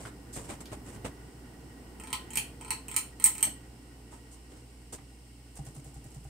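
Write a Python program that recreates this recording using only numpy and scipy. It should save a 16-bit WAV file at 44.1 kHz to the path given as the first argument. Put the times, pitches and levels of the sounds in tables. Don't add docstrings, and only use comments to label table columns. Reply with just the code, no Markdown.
import sys
import numpy as np
from scipy import signal
from scipy.fft import rfft, irfft, next_fast_len
from scipy.io import wavfile
from scipy.ndimage import uniform_filter1d, minimum_filter1d

SR = 44100
rng = np.random.default_rng(int(sys.argv[2]) if len(sys.argv) > 2 else 0)


def to_wav(s):
    ch = np.atleast_2d(s).T
    pcm = np.round(np.clip(ch, -1, 1) * 32767)
    wavfile.write(sys.argv[1], SR, pcm.astype(np.int16))


N = 277389
TIME = np.arange(N) / SR

# time in seconds, then ping, snap, cup knock and
# chain tension in dB, then when the chain starts to run in seconds (a rebound has no run).
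SWITCH_CLICKS = [(2.1288, -23, -36, -27, 3, 1.999), (2.356, -24, -36, -35.5, -1.5, 2.305),
                 (2.3727, -19.5, -28, -25, -5.5, 2.3725), (2.7059, -20, -35.5, -28, 2.5, 2.611),
                 (2.964, -14, -26, -27.5, -1.5, 2.883), (3.241, -5.5, -21.5, -31.5, -0.5, 3.199),
                 (3.2599, -20, -28, -30, 1.5, 3.2598), (3.4276, -11, -27, -26.5, -2.5, 3.352)]
# pitch in Hz, width in Hz (narrow rings longer), level in dB.
HOUSING_RINGS = [(130, 70, -1), (320, 85, -5), (881, 47, 6.5), (1032, 26, 7.5), (1314, 60, 2)]
# frequency in Hz, level in dB.
SNAP_TONE = [(3000, -20), (5000, -15), (6600, 5.5), (9000, 9.5), (10500, 6), (12500, 0.5), (15300, -0.5)]
SWISH_TONE = [(3000, -17), (6500, -6), (8400, 3), (9800, -7), (12000, -14), (15000, -22)]
RUB_TONE = [(200, -1.5), (500, 2), (950, -2.5), (1500, -8.5), (2800, -11), (5000, -21), (9000, -34)]
BEAD_GAP_S = .034
TOUCH_S = 5.553


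def fan(air_db=1.0, chirp_db=-14.5, chirp_depth_db=2.5, uneven_db=2.0, hiss_db=-61.5):
    # pitch in Hz, level in dB.
    motor_tones = [(58.8, -53.5), (120, -60.5), (240, -72)]
    # time in seconds, level in dB.
    airflow = [(0.0, -52.5), (0.95, -49), (1.35, -52), (2.22, -50), (5.38, -59), (5.75, -55.5),
               (6.29, -57.5)]
    # frequency in Hz, level in dB.
    air_tone = [(25, -15), (55, 1), (75, 2.5), (95, -7), (122, 3), (150, -1), (230, -0.5), (288, 4.5),
                (350, -3), (470, -4.5), (570, -14), (780, -9), (1150, -17), (3000, -32)]
    hiss_tone = [(1290, -29), (2200, -3.5), (2410, -10.5), (2810, -1.5), (3590, -13), (4260, -8),
                 (4660, -9), (5150, -4), (6410, -14), (8540, -1), (9570, -12), (15500, -21)]
    # pitch in Hz, width in Hz, level in dB.
    casing_rings = [(1453, 70, 1.5), (1904, 37, 7.5), (2090, 150, -6), (2930, 240, -9.5)]
    passes = blade_passes()
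    flow_db = in_time(airflow)
    hum = sum(np.sqrt(2) * from_db(db) * np.sin(2 * np.pi * (hz * TIME + rng.random()))
              for hz, db in motor_tones)
    air = room_noise(air_tone) * from_db(flow_db + air_db)
    pulse_db = -chirp_depth_db * np.cos(2 * np.pi * passes)
    each_pass_db = uneven_db * rng.standard_normal(100)[passes.astype(int)]
    casing = rms_one(resonate(room_noise(), casing_rings))
    chirps = casing * from_db(flow_db + chirp_db + pulse_db + each_pass_db)
    return hum + air + chirps + from_db(hiss_db) * room_noise(hiss_tone)


def blade_passes():
    # time in seconds, blades passing per second.
    speed = [(0, 12), (2.4, 12), (5.6, 10.45), (6.29, 9.9)]
    return np.cumsum(in_time(speed)) / SR


def pull_chain(ping_db=13.0, snap_db=22.5, cup_db=16.5, housing_db=10.5, contact_s=0.0013):
    # pitch in Hz, width in Hz, level in dB.
    ping_rings = [(7790, 500, -1), (8380, 430, 4.5), (8890, 610, -2)]
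    cup_rings = [(1747, 430, -5.5), (2233, 260, 3.5), (2495, 350, 1.5), (3093, 220, 1), (4070, 330, -4.5),
                 (4430, 186, -1.5), (5520, 550, -11)]
    t = TIME[:SR // 20]
    contact = np.exp(-t / contact_s)
    grit = room_noise(SNAP_TONE)[0]
    bright, body = np.zeros((2, N))
    clicks = [row[:5] for row in SWITCH_CLICKS] + bead_ticks()
    for k, (s, ping, snap, cup, tension) in enumerate(clicks):
        hits = rng.standard_normal(len(t)) * contact
        hits[0] += 7.0
        metal = resonate(hits, vary(ping_rings, scatter_db=2.0))
        metal = resonate(metal, [(8520, 2500, 0)])
        hard_db = 0.095 * (ping + 22)
        add(bright, s, from_db(ping + ping_db + hard_db) * energy_one(metal))
        crack = grit[k * len(t):(k + 1) * len(t)] * contact
        add(bright, s, from_db(snap + snap_db) * energy_one(crack))
        for rings, db in ((cup_rings, cup + cup_db), (HOUSING_RINGS, cup + tension + housing_db)):
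            knock = resonate(hits, vary(rings, scatter_db=2.0))
            add(body, s, from_db(db) * energy_one(knock))
    return (bedroom(bright, wet_db=3.5, left_db=-8.0, early_db=-3.0, wet_left_db=-1.5)
            + bedroom(body, wet_db=4.5, left_db=0.0, early_db=-2.5, wet_left_db=0.0))


def bead_ticks(bead_db=-33, rise_db=2.0, speedup=1.2, muting=0.93, uneven_db=1.5):
    ticks = []
    for s, _, _, _, tension, start in SWITCH_CLICKS:
        run_s = s - start
        count = int(np.ceil(run_s / BEAD_GAP_S)) if run_s > BEAD_GAP_S else 0
        for k in range(count):
            to_go = 1 - k / count
            ping = bead_db - rise_db * to_go - muting * tension + uneven_db * rng.normal()
            snap = ping - 15.0 - tension
            cup = ping - 10.5 + tension / 2
            shake = tension + 5
            ticks.append((s - run_s * to_go ** speedup, ping, snap, cup, shake))
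    return ticks


def chain_scrape(scrape_db=-62.5, per_tension=1.2):
    drag = np.zeros(N)
    for s, _, _, _, tension, start in SWITCH_CLICKS:
        if s - start > BEAD_GAP_S:
            progress = np.interp(TIME, [start, s], [0, 1], right=0)
            drag += from_db(scrape_db + per_tension * tension) * np.sqrt(progress)
    singing = rms_one(resonate(rng.standard_normal(N), HOUSING_RINGS[2:]))
    scrape = singing * drag * crinkle(depth_db=4.0, rate_hz=260)
    return bedroom(scrape, wet_db=0.0, left_db=1.0, wet_left_db=-2.0)


def fingers(near_miss_s=6.1, fade_db_per_s=12.5, skin_s=0.019, nail_s=0.0043):
    passes = blade_passes()
    touched_arms = np.arange(np.interp(TOUCH_S, TIME, passes), passes[-1], 1)
    touches = np.interp(touched_arms, passes, TIME)
    times = np.append(near_miss_s, touches)
    levels_db = np.append(-46, -38.5 - fade_db_per_s * (touches - TOUCH_S))
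    skin = from_db(-13.5) * room_noise(SWISH_TONE) + from_db(-19.0) * room_noise(RUB_TONE)
    skin *= swells(times, levels_db, np.full(len(times), skin_s))
    nail = room_noise(SNAP_TONE) * swells(times, levels_db - 13.5, np.full(len(times), nail_s))
    thuds = blade_thuds(touches)
    brush = (skin + nail) * crinkle(depth_db=4.0, rate_hz=400)
    return brush + bedroom(thuds, wet_db=-1.0, left_db=0.5, wet_left_db=1.0)


def blade_thuds(touches, lag_s=0.018, stray_s=0.00496, fade_db_per_s=0.5, uneven_db=0.5, push_s=0.0006):
    # pitch in Hz, width in Hz, level in dB.
    blade_rings = [(53, 14.4, -1), (112, 36, -2), (143, 34, -4), (269, 86, -22), (626, 31, -15),
                   (800, 100, -17)]
    landings = [(TOUCH_S + 0.038, -33.5)]
    for s in touches[1:]:
        landing_s = s + lag_s + stray_s * rng.normal()
        db = -39.5 - fade_db_per_s * (s - TOUCH_S) + uneven_db * rng.normal()
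        landings.append((landing_s, db))
    push = np.exp(-TIME[:SR // 5] / push_s)
    thuds = np.zeros(N)
    for s, db in landings:
        thud = resonate(push, vary(blade_rings, scatter_db=2.5))
        add(thuds, s, from_db(db) * thud / np.abs(thud).max())
    return thuds


def rustles(swish_db=-11.5, bump_db=-1.5, fidget_rub_db=-10.0, ease_s=0.03):
    # start in seconds, swish in dB, rub in dB, rise in seconds.
    strokes = [(0.05, -47, -47.5, 0.013), (0.325, -31.5, -60, 0.027), (0.3574, -32.5, -41.5, 0.016),
               (0.487, -34.5, -41, 0.019), (0.604, -34, -49, 0.007), (0.715, -37.5, -42, 0.012),
               (1.044, -33, -36, 0.012), (4.1094, -44.5, -57.5, 0.022), (4.309, -43, -69, 0.017),
               (4.923, -29.5, -45.5, 0.011)]
    # start in seconds, end in seconds, level in dB.
    fidgets = [(0, 0.094, -40.5), (0.415, .52, -43.5), (.86, 0.968, -42.5), (4.5, 4.616, -51)]
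    # frequency in Hz, level in dB.
    bump_tone = [(40, -30), (100, 22.5), (180, 11.5), (280, 16.5), (450, -7), (900, -41)]
    starts, swish, rub, rises = np.transpose(strokes)
    grains = crinkle(depth_db=2.0, rate_hz=450)
    fidget = sum(from_db(db) * np.clip(np.minimum(TIME - start, end - TIME) / ease_s + .5, 0, 1)
                 for start, end, db in fidgets)
    fidget *= crinkle(depth_db=2.5, rate_hz=40)
    sliding = np.hypot(swells(starts, swish, rises), fidget)
    pressing = np.hypot(swells(starts, rub, rises), from_db(fidget_rub_db) * fidget)
    return (room_noise(SWISH_TONE) * from_db(swish_db) * sliding * grains
            + room_noise(RUB_TONE) * pressing * grains
            + room_noise(bump_tone) * from_db(bump_db) * pressing)


def knocks(knock_db=-1.0, contact_s=0.0049):
    # start in seconds, level in dB, pitch in Hz, width in Hz.
    small_knocks = [(0.052, -34.5, 1400, 260), (0.656, -39, 3260, 4200), (0.960, -37, 105, 45),
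                    (3.469, -34.5, 257, 59.6), (4.126, -43.5, 950, 130), (4.519, -42, 430, 110),
                    (4.985, -41.5, 110, 60)]
    t, out = TIME[:SR // 5], np.zeros(N)
    for s, db, hz, width in small_knocks:
        scuff = rng.standard_normal(len(t)) * np.exp(-t / contact_s)
        ring = resonate(scuff, [(hz, width, 0)])
        add(out, s, from_db(db + knock_db) * ring / np.abs(ring).max())
    return bedroom(out, wet_db=1.0, left_db=-1.0)


def bedroom(x, wet_db, left_db, early_db=-6.0, early_s=0.025, wet_left_db=-3.0):
    # frequency in Hz, seconds to fade by 60 dB.
    fade_times = [(150, 0.31), (1000, 0.25), (3000, 0.31), (8000, 0.23), (15000, 0.25)]
    t, tail = TIME[:SR // 3], 0
    white = [room_noise(size=len(t)) for _ in range(2)]
    edges = np.geomspace(60, 18000, 9)
    for k, (low, high) in enumerate(zip(edges, edges[1:])):
        band = signal.sosfilt(signal.butter(2, [low, high], "band", fs=SR, output="sos"), white[k % 2])
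        tail = tail + band * from_db(-60 * t / at_hz(fade_times, np.sqrt(low * high)))
    early_boost = 1 + from_db(early_db) * np.exp(-t / early_s)
    tail = energy_one(tail * (t > .002) * early_boost)
    wet = signal.oaconvolve(x[None], tail, axes=1)[:, :N]
    return pan(x, left_db) + pan(from_db(wet_db) * wet, wet_left_db)


def room_noise(tone=((1, 0), (2, 0)), size=N):
    # frequency in Hz, likeness from 0 (unrelated) to 1 (same).
    likeness = [(60, 1), (170, 0.97), (350, 0.9), (700, 0.39), (1500, 0.18), (5000, 0.097), (14000, 0.056)]
    padded = next_fast_len(size, real=True)
    hz = np.arange(padded // 2 + 1) * SR / padded
    alike = at_hz(likeness, hz)
    mid, side = rfft(rng.standard_normal((2, padded)))
    pair = np.sqrt(1 + alike) * mid + np.sqrt(1 - alike) * side * [[1], [-1]]
    return rms_one(irfft(pair * from_db(at_hz(tone, hz)), padded)[:, :size])


def resonate(x, rings):
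    out = 0
    for k, (hz, width, db) in enumerate(rings):
        r = np.exp(-np.pi * width / SR)
        poles = [1, -2 * r * np.cos(2 * np.pi * hz / SR), r * r]
        out = out + (-1) ** k * from_db(db) * (1 - r * r) / 2 * signal.lfilter([1, 0, -1], poles, x)
    return out


def vary(rings, scatter_db):
    return [(hz, width, db + scatter_db * rng.normal()) for hz, width, db in rings]


def swells(times, levels_db, rises_s):
    power = np.zeros(N)
    for s, db, rise_s in zip(times, levels_db, rises_s):
        age = TIME[:SR // 3] / rise_s
        add(power, s, (from_db(db) * age * np.exp(1 - age)) ** 2)
    return np.sqrt(power)


def crinkle(depth_db, rate_hz):
    times = np.arange(0, N / SR + 1, 1 / rate_hz)
    return rms_one(from_db(depth_db * np.interp(TIME, times, rng.standard_normal(len(times)))))


def from_db(db):
    return 10 ** (np.asarray(db) / 20)


def rms_one(x):
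    return x / np.sqrt(np.mean(x ** 2) + 1e-20)


def energy_one(x):
    return x / np.sqrt(np.sum(x ** 2, axis=-1, keepdims=True) + 1e-20)


def in_time(rows):
    return np.interp(TIME, *np.transpose(rows))


def at_hz(points, hz):
    f, value = np.transpose(points)
    return np.interp(np.log(np.maximum(hz, 1)), np.log(f), value)


def add(track, s, sound):
    i = round(s * SR)
    track[..., i:i + sound.shape[-1]] += sound[..., :N - i]


def pan(x, left_db):
    return x * from_db([[left_db / 2], [-left_db / 2]])


def scene():
    return pan(fan() + rustles() + fingers(), left_db=-1.14) + knocks() + pull_chain() + chain_scrape()


def record(dry, ceiling=.88, release_db_per_s=901.0, cutoff_hz=15600):
    over_db = np.maximum(20 * np.log10(np.abs(dry).max(axis=0) / ceiling + 1e-9), 0)
    release_db = release_db_per_s * TIME
    held_db = np.maximum.accumulate(over_db + release_db) - release_db
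    gain_db = uniform_filter1d(minimum_filter1d(-held_db, size=33), size=33)
    treble_cut = signal.ellip(10, .1, 80, cutoff_hz, fs=SR, output="sos")
    return signal.sosfilt(treble_cut, dry * from_db(gain_db))


dry = scene()
out = record(dry)
to_wav(out)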